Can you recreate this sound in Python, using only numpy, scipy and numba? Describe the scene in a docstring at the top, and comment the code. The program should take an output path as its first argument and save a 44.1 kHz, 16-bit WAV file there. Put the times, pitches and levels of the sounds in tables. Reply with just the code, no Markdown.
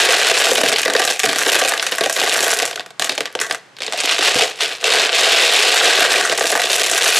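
"""Dry cracks and a churning rattle: a hand digs into loose brass cartridges in a plastic can, lifts
a handful and lets them drop back, twice. Each contact is a short burst of noise with case rings;
decaying modes sound the can's walls, floor and air. A knock on the can floor is heard on the way.
Behind lie a small room, as a decaying noise tail, and a faint hum, as steady coloured noise.
The microphone pair is close, and a limiter holds the peaks down."""
import sys
import numpy as np
from scipy import signal
from scipy.fft import rfft, irfft, next_fast_len
from scipy.io import wavfile
from scipy.ndimage import uniform_filter1d
from numba import njit

SR = 44100
rng = np.random.default_rng(int(sys.argv[2]) if len(sys.argv) > 2 else 0)


def file_out(sig):
    """Save sig as 16-bit WAV at sys.argv[1]."""
    # one column per channel
    cols = np.atleast_2d(sig).T
    # limit, then scale
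    lim = np.clip(cols, -1, 1)
    pcm = np.round(lim * 32767).astype(np.int16)
    wavfile.write(sys.argv[1], SR, pcm)


N = 317383   # samples in the scene
SPOTS, RING = 160, 2048   # places in the heap; samples generated for one contact
ONSET = 441   # samples in the first 10 ms
STEP = 32   # samples between updates of the hand's motion


def from_db(db):
    """dB to gain."""
    return 10 ** (np.asarray(db) / 20)


def rms_one(x):
    """Scale to rms 1."""
    return x / np.sqrt(np.mean(x ** 2) + 1e-20)


def energy_one(rows):
    """Scale so that the rows have a mean energy of 1."""
    return rows / np.sqrt(np.mean(np.sum(rows ** 2, axis=-1)))


def coloured(size, spectrum, count):
    """Rows of noise with the given spectrum, interpolated over log frequency."""
    hz = np.maximum(np.fft.rfftfreq(size, 1 / SR), 10)
    table = np.array(spectrum)
    gain = from_db(np.interp(np.log(hz), np.log(table[:, 0]), table[:, 1]))
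    return irfft(rfft(rng.standard_normal((count, size))) * gain, size)


def dying(t60):
    """Envelope of one contact that falls 60 dB in t60 seconds."""
    return from_db(-60 * np.arange(RING) / SR / t60)


# The hum behind the can, as a noise spectrum. Each row: frequency in Hz, relative density in dB per Hz.
HUM_SPECTRUM = [(18, -20), (30, -17), (60, -34), (125, 2.5), (200, -4.5), (260, -5), (1200, -3),
                (2800, -10), (8700, -22), (16000, -48)]
HUM_DB = -48   # rms before the bass and treble cuts


def background_hum():
    """Steady coloured noise, partly different at the two microphones."""
    mid, side = coloured(next_fast_len(N), HUM_SPECTRUM, count=2)[:, :N]
    return from_db(HUM_DB) * rms_one(mid + 0.51 * side * [[1], [-1]])


ROOM_T60_S, ROOM_DB, WALL_CUT_HZ = 0.37, -20, 3500


def room(close):
    """A decaying noise tail, duller than the direct sound, nearly alike at both microphones."""
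    t = np.arange(SR // 3) / SR
    envelope = from_db(-60 * t / ROOM_T60_S) * (t > 0.008)   # the tail starts after 8 ms
    mid, side = rng.standard_normal((2, len(t))) * envelope
    dull = signal.butter(1, WALL_CUT_HZ, fs=SR, output="sos")
    tail = signal.sosfilt(dull, mid + 0.14 * side * [[1], [-1]])
    return from_db(ROOM_DB) * signal.oaconvolve(close[None], energy_one(tail), axes=1)[:, :N]


BUMP_S = 4.358   # fingers strike the can floor
# The struck can floor, close by. Each row: frequency in Hz, level in dB, time to fall 60 dB in seconds.
BUMP_MODES = [(137, -31, 0.2), (285, -8.5, 0.023), (490, -12.5, 0.08)]


def hand_bump():
    """A dull knock on the can floor: decaying modes that take a moment to swing."""
    t = np.maximum(np.arange(N) / SR - BUMP_S, 0)
    knock = 0
    for hz, level_db, t60 in BUMP_MODES:
        knock = knock + from_db(level_db - 60 * t / t60) * np.sin(2 * np.pi * hz * t)
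    return (1 - from_db(-60 * t / 0.0066)) * knock


def cracks(spectrum, crack_t60, echo_t60, echo_db, top_hz):
    """Each spot's own crack: a sharp snap, a brief burst and slower wall echoes, rolled off above top_hz."""
    shape = dying(0.0046) + dying(crack_t60) + from_db(echo_db) * dying(echo_t60)
    rounded = signal.butter(3, top_hz, fs=SR, output="sos")
    return energy_one(signal.sosfilt(rounded, coloured(RING, spectrum, count=SPOTS) * shape))


def ringing(modes, scatter_db, detune, tilt_db=0):
    """Each spot excites every mode with its own strength and detuning; a tilt makes early spots deeper."""
    out, t = 0, np.arange(RING) / SR
    height = np.linspace(-1, 1, SPOTS)[:, None]
    for hz, level_db, t60 in modes:
        strength, shift, sign = rng.standard_normal((3, SPOTS, 1))
        wave = np.sin(2 * np.pi * hz * (1 + detune * shift) * t) * np.sign(sign)
        tilted_db = tilt_db * height * np.log2(hz / modes[0][0])
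        out = out + from_db(level_db + scatter_db * strength + tilted_db) * wave * dying(t60)
    if tilt_db:
        return out / np.linalg.norm(out, axis=1, keepdims=True)   # every spot equally strong
    return energy_one(out)


def small_radiator(rows, hz):
    """A small body radiates little below its lowest mode."""
    return energy_one(signal.sosfilt(signal.butter(3, hz, "high", fs=SR, output="sos"), rows))


# Brass contact noise heard close: the main clack, the brighter tick and the finest sheen.
# Each row: frequency in Hz, relative density in dB per Hz.
CLACK_SPECTRUM = [(800, -3.5), (1500, -10.5), (2200, 0.5), (3000, 2.5), (4200, 1), (5500, -5.5),
                  (8000, -45)]
TICK_SPECTRUM = [(3500, -31), (5500, 5.5), (7500, 6), (9500, 0), (12500, -24)]
SHEEN_SPECTRUM = [(7500, -21), (10000, 1), (12500, -7), (15000, -12), (16500, -32)]
# Resonances of the brass cases, the can's upper air, its low walls and its floor.
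# Each row: frequency in Hz, relative level in dB, time to fall 60 dB in seconds.
CASE_MODES = [(2620, 5, 0.022), (3150, 0, 0.013), (3750, 2, 0.016)]
AIR_MODES = [(1162, -7.5, 0.031), (1543, -2, 0.026), (1654, -3.5, 0.02), (1914, -2, 0.021)]
WALL_MODES = [(336, -20, 0.037), (412.6, -8, 0.039), (479, -2, 0.038), (619, -2, 0.025), (697.8, -3, 0.048),
              (767, 5.5, 0.0096)]
FLOOR_MODES = [(130, -3, 0.21), (216.6, 2, 0.13), (299, 23.5, 0.037)]


def brass():
    """The clack, can air, boom, tick, sheen and floor thud of a contact at every spot."""
    swing = 1 - dying(0.012)   # the walls take a moment to swing
    cases = ringing(CASE_MODES, scatter_db=5.5, detune=0.05)   # no two cases ring alike
    snap = cracks(CLACK_SPECTRUM, 0.018, 0.075, echo_db=-16, top_hz=7700)
    # the shifting load detunes the can's modes
    air = ringing(AIR_MODES, scatter_db=3.0, detune=0.033)
    walls = ringing(WALL_MODES, scatter_db=4.0, detune=0.044, tilt_db=13.0)
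    floor = ringing(FLOOR_MODES, scatter_db=4.0, detune=0.043)
    return np.array([small_radiator(snap + from_db(-6) * cases, hz=920),
                     small_radiator(air, hz=750),
                     small_radiator(walls * swing, hz=307),
                     cracks(TICK_SPECTRUM, 0.016, 0.15, echo_db=-19.0, top_hz=10500),
                     cracks(SHEEN_SPECTRUM, 0.013, 0.044, echo_db=-12, top_hz=14700),
                     small_radiator(floor * swing, hz=110)])


# Movements of the hand in the heap or shaking a handful out, close to the microphones.
# Each row: start in seconds, length in seconds, clack level in dB at start, clack level in dB at end,
# depth from 0 open to 1 buried, boom against clack in dB, floor thud against boom in dB.
HAND_STIRS = [(-0.04, 0.47, -10.5, -14.5, 0.71, -7, -24), (0.424, 0.35, -18, -18, 0.14, -6, -16.5),
              (0.89, 0.15, -44, -18, 0.15, -12, -23), (1.21, 0.24, -18, -27.5, 0.066, -5.5, -14.5),
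              (1.444, 0.53, -10, -38.5, 0.13, -4.5, -24), (1.808, 0.11, -57, -21.5, 0.05, -3.5, -21),
              (1.987, 0.11, -50, -21, 0.041, -17, -22), (2.136, 0.39, -18, -20.5, .1, -4, -22),
              (2.96, 0.56, -57, -44.5, 0.35, 3, -17.5), (3.799, 0.069, -29.5, -29, 1, -6, -15),
              (3.906, 0.23, -24.5, -20, 1, -10.5, -18.5), (4.19, 0.085, -16, -13, 1, -9.5, -23),
              (4.335, 0.058, -7, -14.5, 0.75, -8, -24), (4.582, 0.04, -17, -15.5, 0.99, -8, -21.5),
              (4.8, 0.2, -26.5, -10.5, 1, -6, -24), (5.103, 0.51, -14.5, -9, 0.98, -9, -31),
              (5.633, 0.32, -9, -12.5, 0.81, -7.5, -37), (5.958, 0.35, -8.5, -20.5, 0.71, -4, -22),
              (6.387, 0.4, -26.5, -18.5, 0.23, -8, -25.5), (6.66, 0.41, -24, -16.5, 0.3, -6.5, -31),
              (7.048, 0.19, -5, -20, 0.37, -10.5, -37)]
STIR_ATTACK_S, STIR_RELEASE_DB_S = 0.05, 126


def motion():
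    """Clack power of the stirring, with depth, boom and thud weighted by each stir's power."""
    t, powers = np.arange(1, N + STEP, STEP) / SR, []
    for start, length, first_db, last_db, *_ in HAND_STIRS:
        level_db = np.interp(t, [start, start + length], [first_db, last_db])
        level_db -= STIR_RELEASE_DB_S * np.maximum(t - start - length, 0)
        attack = np.clip((t - start) / STIR_ATTACK_S, 0, 1)
        powers.append((from_db(level_db) * attack) ** 2)
    stirring = np.sum(powers, axis=0) + 1e-90
    manner = np.array(HAND_STIRS)[:, 4:].T @ powers / stirring
    return np.repeat([stirring, *manner], STEP, axis=1)[:, :N]


LUMPS_PER_S, LUMP_DB = 35, 3


def lumps():
    """The heap gives way in lumps: a random swell of the churn's power, mean 1."""
    knots = rng.standard_normal(N // STEP)
    swell = np.interp(np.arange(N) / SR * LUMPS_PER_S, np.arange(len(knots)), knots)
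    return rms_one(from_db(LUMP_DB * swell)) ** 2


SETTLE_DB, SETTLE_T60_S = -10, 0.18   # energy of the rattle against the landing's; its decay


def settling(starts, gains):
    """Power of each part as neighbours rattle on after every landing, in that landing's colour."""
    kicks = np.full((len(gains), N), 1e-18)
    kicks[:, starts] = (gains * from_db(SETTLE_DB)) ** 2
    keep = from_db(-2 * 60 / SETTLE_T60_S / SR)   # power kept from sample to sample
    return signal.lfilter([1 - keep], [1, -keep], kicks)


# Pairs: fingers in the open, fingers buried deep
CONTACTS_PER_S = (600, 1800)
TICK_DB = (-2.5, -8.5)   # against the clack
SHEEN_DB = (-5, -11)   # against the tick
# Can air heard while stirring. Each row: time in seconds, level against the boom in dB.
STIR_AIR = [(0, 1.5), (2.6, 2.5), (4.0, 0), (5.5, 0.5), (6.1, 2.5), (6.6, -3), (7.2, 4.5)]


def churn(state, settle, spread_db, colour_db, rim_db):
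    """Start and part gains of small contacts: random in time, most weak, a few strong, each coloured."""
    per_s = np.interp(state[1], [0, 1], CONTACTS_PER_S)
    starts = np.flatnonzero(rng.random(N) < per_s / SR)
    size = rng.exponential(1, N)[starts]
    tilt, top, rim = rng.standard_normal((3, N))[:, starts]
    stirring, buried, boom_db, thud_db = (curve[starts] for curve in state)
    tick_db = np.interp(buried, [0, 1], TICK_DB)
    sheen_db = tick_db + np.interp(buried, [0, 1], SHEEN_DB)
    air_db = boom_db + np.interp(starts / SR, *np.transpose(STIR_AIR))
    parts_db = [0 * boom_db, air_db, boom_db, tick_db, sheen_db, boom_db + thud_db]
    power = stirring * lumps()[starts] * from_db(parts_db) ** 2
    size = rms_one(from_db(spread_db * np.minimum(size, 4)))
    hollow = rms_one(from_db(colour_db * tilt))   # contacts near the walls wake the can more
    exposed = rms_one(from_db(colour_db * top))   # bright ticks come mostly from the open top of the heap
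    glancing = rms_one(from_db(rim_db * rim))   # rim on rim gives the finest sheen
    colour = np.array([1 + 0 * size, hollow, hollow, exposed, exposed * glancing, hollow])
    total = power * (size * colour) ** 2 + settle[:, starts]   # the settling is even
    return starts, np.sqrt(total * SR / per_s[starts])


# Single cartridges landing in the can, close by, before room and limiter. Each row: time in seconds,
# clack peak in dB, then boom, tick and can air, each in dB as rms of the first 10 ms.
LANDINGS = [(0.088, -2, -14, -27, -18), (0.122, 0, -24.5, -22, -22), (0.2152, 2, -16.5, -18, -15),
            (0.314, -7, -12, -25, -17), (0.387, -11, -24.5, -14, -25), (0.491, 1, -13, -21, -19),
            (0.5148, 4, -4.5, -12, -11), (0.5328, -2, -13, -10, -14), (0.5564, 9.5, -16.5, -14, -12),
            (0.5808, 4, -10, -29, -15), (0.615, -1, -12, -21, -17), (0.6343, 0, -10, -27, -15),
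            (0.661, 5, -12.5, -17, -8.5), (0.726, 0, -19.5, -25, -24), (0.738, 6.5, -13.5, -26, -17),
            (0.76, 6.5, -26, -21, -25), (0.7955, 0, -44, -18, -23), (0.8316, 6, -30, -18, -16),
            (0.858, 3, -11.5, -31, -10), (0.88, -4, -12, -22, -9.5), (0.9, 2, -14.5, -20, -13),
            (0.9358, -10, -24.5, -23, -28), (0.951, -2, -9.5, -27, -11), (0.964, 3.5, -16, -18.5, -14),
            (0.9971, -7, -15.5, -24, -16), (1.0191, 2, -13, -19, -14.5), (1.051, -13, -22, -15, -19),
            (1.076, 0.5, -16.5, -19, -16), (1.1025, -0.5, -18, -16.5, -17.5), (1.135, -20, -45, -32, -39),
            (1.1935, 1, -24.5, -10, -18), (1.2335, 2, -17.5, -16, -13), (1.239, 5, -11, -18, -15),
            (1.26, 7, -10.5, -15, -7.5), (1.291, 2, -13.5, -19, -16), (1.3304, -4, -25, -24, -20),
            (1.3593, -3, -22.5, -22, -21), (1.385, 0, -29, -13, -16), (1.4158, -6, -35, -25, -17),
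            (1.4344, -6.5, -43, -29, -22), (1.4659, 4, -10, -20, -7.5), (1.5184, 0, -30, -23, -28),
            (1.5658, 4, -17, -31, -13), (1.598, -4, -20.5, -12.5, -13), (1.6167, 3, -11.5, -27, -17.5),
            (1.649, 0, -17, -19, -26), (1.6842, -2, -27.5, -18.5, -19), (1.721, 0, -14.5, -22, -15.5),
            (1.737, -8, -25, -23, -15), (1.7771, -6, -42, -29, -29), (1.796, -3.5, -33, -41, -29),
            (1.8266, -3, -26, -17.5, -16.5), (1.866, 3, -21.5, -14, -19), (1.869, -1, -32, -22, -16.5),
            (1.9215, 1, -18.5, -20, -16), (1.9833, 2, -19, -14, -8.5), (2.009, 1, -10.5, -22, -20),
            (2.0376, -1, -25, -23, -29), (2.0599, -5, -13.5, -22.5, -20), (2.0972, -7, -19, -16.5, -15.5),
            (2.127, -5, -21, -10, -22), (2.165, 7, -14, -14.5, -10), (2.1995, 3, -30, -15, -26),
            (2.2157, 2.5, -17, -22, -28), (2.2357, -6, -16.5, -30, -26), (2.295, 4, -20, -14, -25),
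            (2.316, 4, -30, -22, -20), (2.3264, -3, -19.5, -19, -20), (2.4055, 1.5, -16.5, -13, -16),
            (2.429, -7, -15, -15, -22), (2.4436, 1, -18, -12, -20), (2.5365, -3, -30, -14, -26),
            (2.5886, -2, -22, -18, -31), (2.6, 5.5, -19.5, -16, -10.5), (2.6218, -1, -18.5, -18, -25),
            (2.629, -2, -20.5, -28, -22), (2.654, 1.5, -22, -11, -18), (2.6775, -13, -29, -33, -31),
            (2.7113, -14, -33, -32, -31), (2.7293, -15, -35, -48, -40), (2.758, -13, -31.5, -31.5, -33),
            (2.776, -24, -32, -48, -29), (2.796, -7, -28.5, -41, -37.5), (2.8066, -21.5, -43, -43, -29.5),
            (2.8615, -21.5, -40, -42, -39), (2.9053, -24, -43, -46, -41), (2.996, -2, -23.5, -21, -24),
            (3.015, -14, -27, -39, -34), (3.021, -4, -25, -22, -19), (3.0445, -1, -23, -14.5, -19),
            (3.0723, -17, -37, -36, -29), (3.0943, 2.5, -18, -18.5, -18.5), (3.1205, -14, -31, -34, -44),
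            (3.151, -22, -47, -34, -37), (3.1785, -2, -23, -28, -27), (3.2062, -2.5, -22, -27, -24),
            (3.2559, -10.5, -35, -33.5, -28), (3.263, -15, -50, -49, -46), (3.274, -25, -47, -53, -33),
            (3.3519, -9, -20.5, -32.5, -27), (3.39, -12, -40, -56, -34), (3.401, -12, -31, -23.5, -33),
            (3.4135, -4, -23, -14, -11.5), (3.417, -6, -34, -18, -26), (3.431, -19, -48, -41, -33),
            (3.465, -21, -41, -35, -32), (3.4982, -18, -32, -37, -33), (3.5099, -8.5, -27, -27.5, -20.5),
            (3.524, -22, -36, -30, -34), (3.5469, -15, -34, -30.5, -24), (3.7668, -25, -58, -51, -50),
            (3.786, -25, -49, -47, -42), (3.8048, -14.5, -33, -42, -44), (3.82, -6.5, -40, -33, -42),
            (3.832, -11, -40, -36, -42), (3.846, -18, -38, -39, -42), (3.8647, -12, -41, -31, -38),
            (3.8792, -13, -29.5, -49, -30), (3.924, -7, -32, -27, -29), (3.934, -8, -26.5, -32, -34),
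            (3.978, -13, -33, -39, -43), (3.989, -10, -40, -36, -45), (4.0026, -8, -37, -22, -32),
            (4.0358, -11, -27.5, -29, -42), (4.0748, -7, -32.5, -41, -38), (4.0935, 1, -44, -25, -27),
            (4.1114, -4, -27, -21, -18), (4.146, -6, -29.5, -30, -35), (4.1823, 4.5, -25.5, -20, -13),
            (4.19, 4, -13.5, -16, -21), (4.209, -2, -27, -25, -22), (4.23, -5, -34, -17, -31),
            (4.344, -7, -25, -23, -27), (4.3949, -2, -15.5, -22, -29), (4.421, 4, -13.5, -19, -25),
            (4.4476, -18, -33, -33, -36), (4.51, -15, -40, -49, -45), (4.607, -1.5, -42, -24, -23),
            (4.6328, -1, -33, -26, -36), (4.812, -17, -41, -37, -46), (4.8412, 5.5, -18.5, -17, -47),
            (4.903, -1.5, -21, -22, -25), (5.093, 5, -19, -27, -15.5), (5.1294, 4.5, -16, -23, -19),
            (6.058, 2, -19, -22, -18), (6.1205, -4, -35, -20.5, -20), (6.1591, 1, -17, -22, -23),
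            (6.2114, -6, -17.5, -17, -11), (6.251, -9, -37, -17.5, -11), (6.2962, 0, -17.5, -19, -23),
            (6.3236, -7.5, -19.5, -26, -19.5), (6.3767, -2, -20, -13, -23), (6.385, 0, -13, -23, -13),
            (6.395, -5, -32, -12, -26), (6.409, 0, -13, -26, -15.5), (6.4417, -2, -13, -18, -14),
            (6.4702, -2, -34, -13.5, -21), (6.503, -4, -19.5, -15.5, -34), (6.5237, -2, -12, -25, -15),
            (6.553, -8, -13, -22, -12), (6.576, 0, -16, -19, -14), (6.596, -7, -21, -32, -17),
            (6.6195, 0, -22, -21, -13.5), (6.6392, 1.5, -18, -25, -25), (6.671, -5, -30, -36, -26),
            (6.6999, 2, -23, -28, -29), (6.898, -1, -29, -13, -22), (6.9133, 0, -13.5, -8.5, -19),
            (6.978, -7.5, -43, -15, -19), (7.0485, -3, -22.5, -13, -22), (7.0863, -18, -20, -24, -22)]
DROP_SHEEN_DB, DROP_THUD_DB = -3, 2.5   # against the churn's shares of sheen and thud


def drops(state, sounds, spot):
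    """Start and part gains of the single landings, each part scaled by its spot's own loudness."""
    s, clack_db, boom_db, tick_db, air_db = np.transpose(LANDINGS)
    starts = np.round(s * SR).astype(np.int64)
    sheen_db = tick_db + np.interp(state[1][starts], [0, 1], SHEEN_DB) + DROP_SHEEN_DB
    thud_db = boom_db + state[3][starts] + DROP_THUD_DB
    levels_db = [clack_db, air_db, boom_db, tick_db, sheen_db, thud_db]
    own = np.sqrt(np.mean(sounds[..., :ONSET] ** 2, axis=2))   # how loud each spot sounds by itself
    own[0] = np.abs(sounds[0]).max(axis=1)   # clacks go by their peak
    return starts, from_db(levels_db) / own[:, spot]


DEEP_BOOM_DB, BOOM_RANGE_DB = -6, 16   # boom level at the deepest spot; fall to the highest


def landing_spots():
    """The heavier the landing, the deeper-sounding its spot; the weakest fall anywhere."""
    boom_db = np.array(LANDINGS)[:, 2]
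    height = (DEEP_BOOM_DB - boom_db) / BOOM_RANGE_DB + 0.2 * rng.standard_normal(len(LANDINGS))
    height = np.where(height > 1, rng.random(len(LANDINGS)), np.maximum(height, 0))
    return (1 + height * (SPOTS - 2)).astype(np.int64)


REBOUND_S, REBOUND_DB = (0.0015, 0.007), (-12, -3.5)   # ranges of the second touch's delay and strength


def rebounds(starts, gains, spots):
    """A cartridge lands on one end; the other end or a neighbour strikes a moment later. Gives both."""
    late, hard, where = rng.random((len(starts), 3)).T
    again = starts + (np.interp(late, [0, 1], REBOUND_S) * SR).astype(np.int64)
    near = np.clip(spots + np.where(where > 0.5, 1, -1), 1, SPOTS - 1)
    second_gains = gains * from_db(np.interp(hard, [0, 1], REBOUND_DB))
    return np.r_[starts, again], np.r_[spots, near], np.c_[gains, second_gains]


@njit
def add(out, starts, spots, gains, side_gains, sounds, lasts):
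    """Mix in each contact; the path difference between microphones sounds like another spot, weakly."""
    for i in range(len(starts)):
        mid, side = out[0, starts[i]:], out[1, starts[i]:]
        for part in range(sounds.shape[0]):
            near, other = sounds[part, spots[i]], sounds[part, spots[i] - 1]
            gain, side_gain = gains[part, i], gains[part, i] * side_gains[part]
            for k in range(lasts[part]):
                mid[k] += gain * near[k]
                side[k] += side_gain * other[k]


# Width and length of a contact at the microphone pair. The columns of both: clack, can air, boom, tick,
# sheen, floor thud; the first holds side gain against mid in dB, the second the samples played.
PART_SIDE_DB = [-25, -22.5, -23, -21, -17.5, -14.5]
PART_SAMPLES = [1200, 1200, 1700, 1000, 700, 1800]


def heap():
    """Churn and drops share the same brass and can; gives mid and side."""
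    out, sounds, spot = np.zeros((2, N + RING)), brass(), rng.integers(1, SPOTS, N)
    state = motion()
    struck = landing_spots()
    landings = drops(state, sounds, struck)
    starts, gains = churn(state, settling(*landings), spread_db=3.5, colour_db=4.0, rim_db=5.0)
    side_gains, lasts = from_db(PART_SIDE_DB), np.array(PART_SAMPLES)
    add(out, starts, spot[starts], gains, side_gains, sounds, lasts)
    add(out, *rebounds(*landings, struck), side_gains, sounds, lasts)
    return out[:, :N]


def scene():
    """The heap close by, the room around it, the hum behind."""
    close, aside = heap()
    close = close + hand_bump()
    return close + aside * [[1], [-1]] + room(close) + background_hum()


LIMIT_DB, RELEASE_DB_S = -3, 371
BASS_CUT_HZ, CUTOFF_HZ = 88, 16300


def record(dry):
    """A fast limiter holds the peaks down; the deep bass and the top are cut."""
    over_db = np.maximum(20 * np.log10(np.abs(dry).max(axis=0) + 1e-9) - LIMIT_DB, 0)
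    fall = RELEASE_DB_S * np.arange(N) / SR
    held_db = np.maximum(np.maximum.accumulate(over_db + fall) - fall, 0)   # drops back at a steady rate
    held_db = uniform_filter1d(held_db, size=31, origin=-15)   # looks slightly ahead
    limited = dry * from_db(-held_db)
    bass_cut = signal.sosfilt(signal.butter(2, BASS_CUT_HZ, "high", fs=SR, output="sos"), limited)
    return signal.sosfilt(signal.cheby2(12, 70, CUTOFF_HZ, fs=SR, output="sos"), bass_cut)


dry = scene()
out = record(dry)
file_out(out)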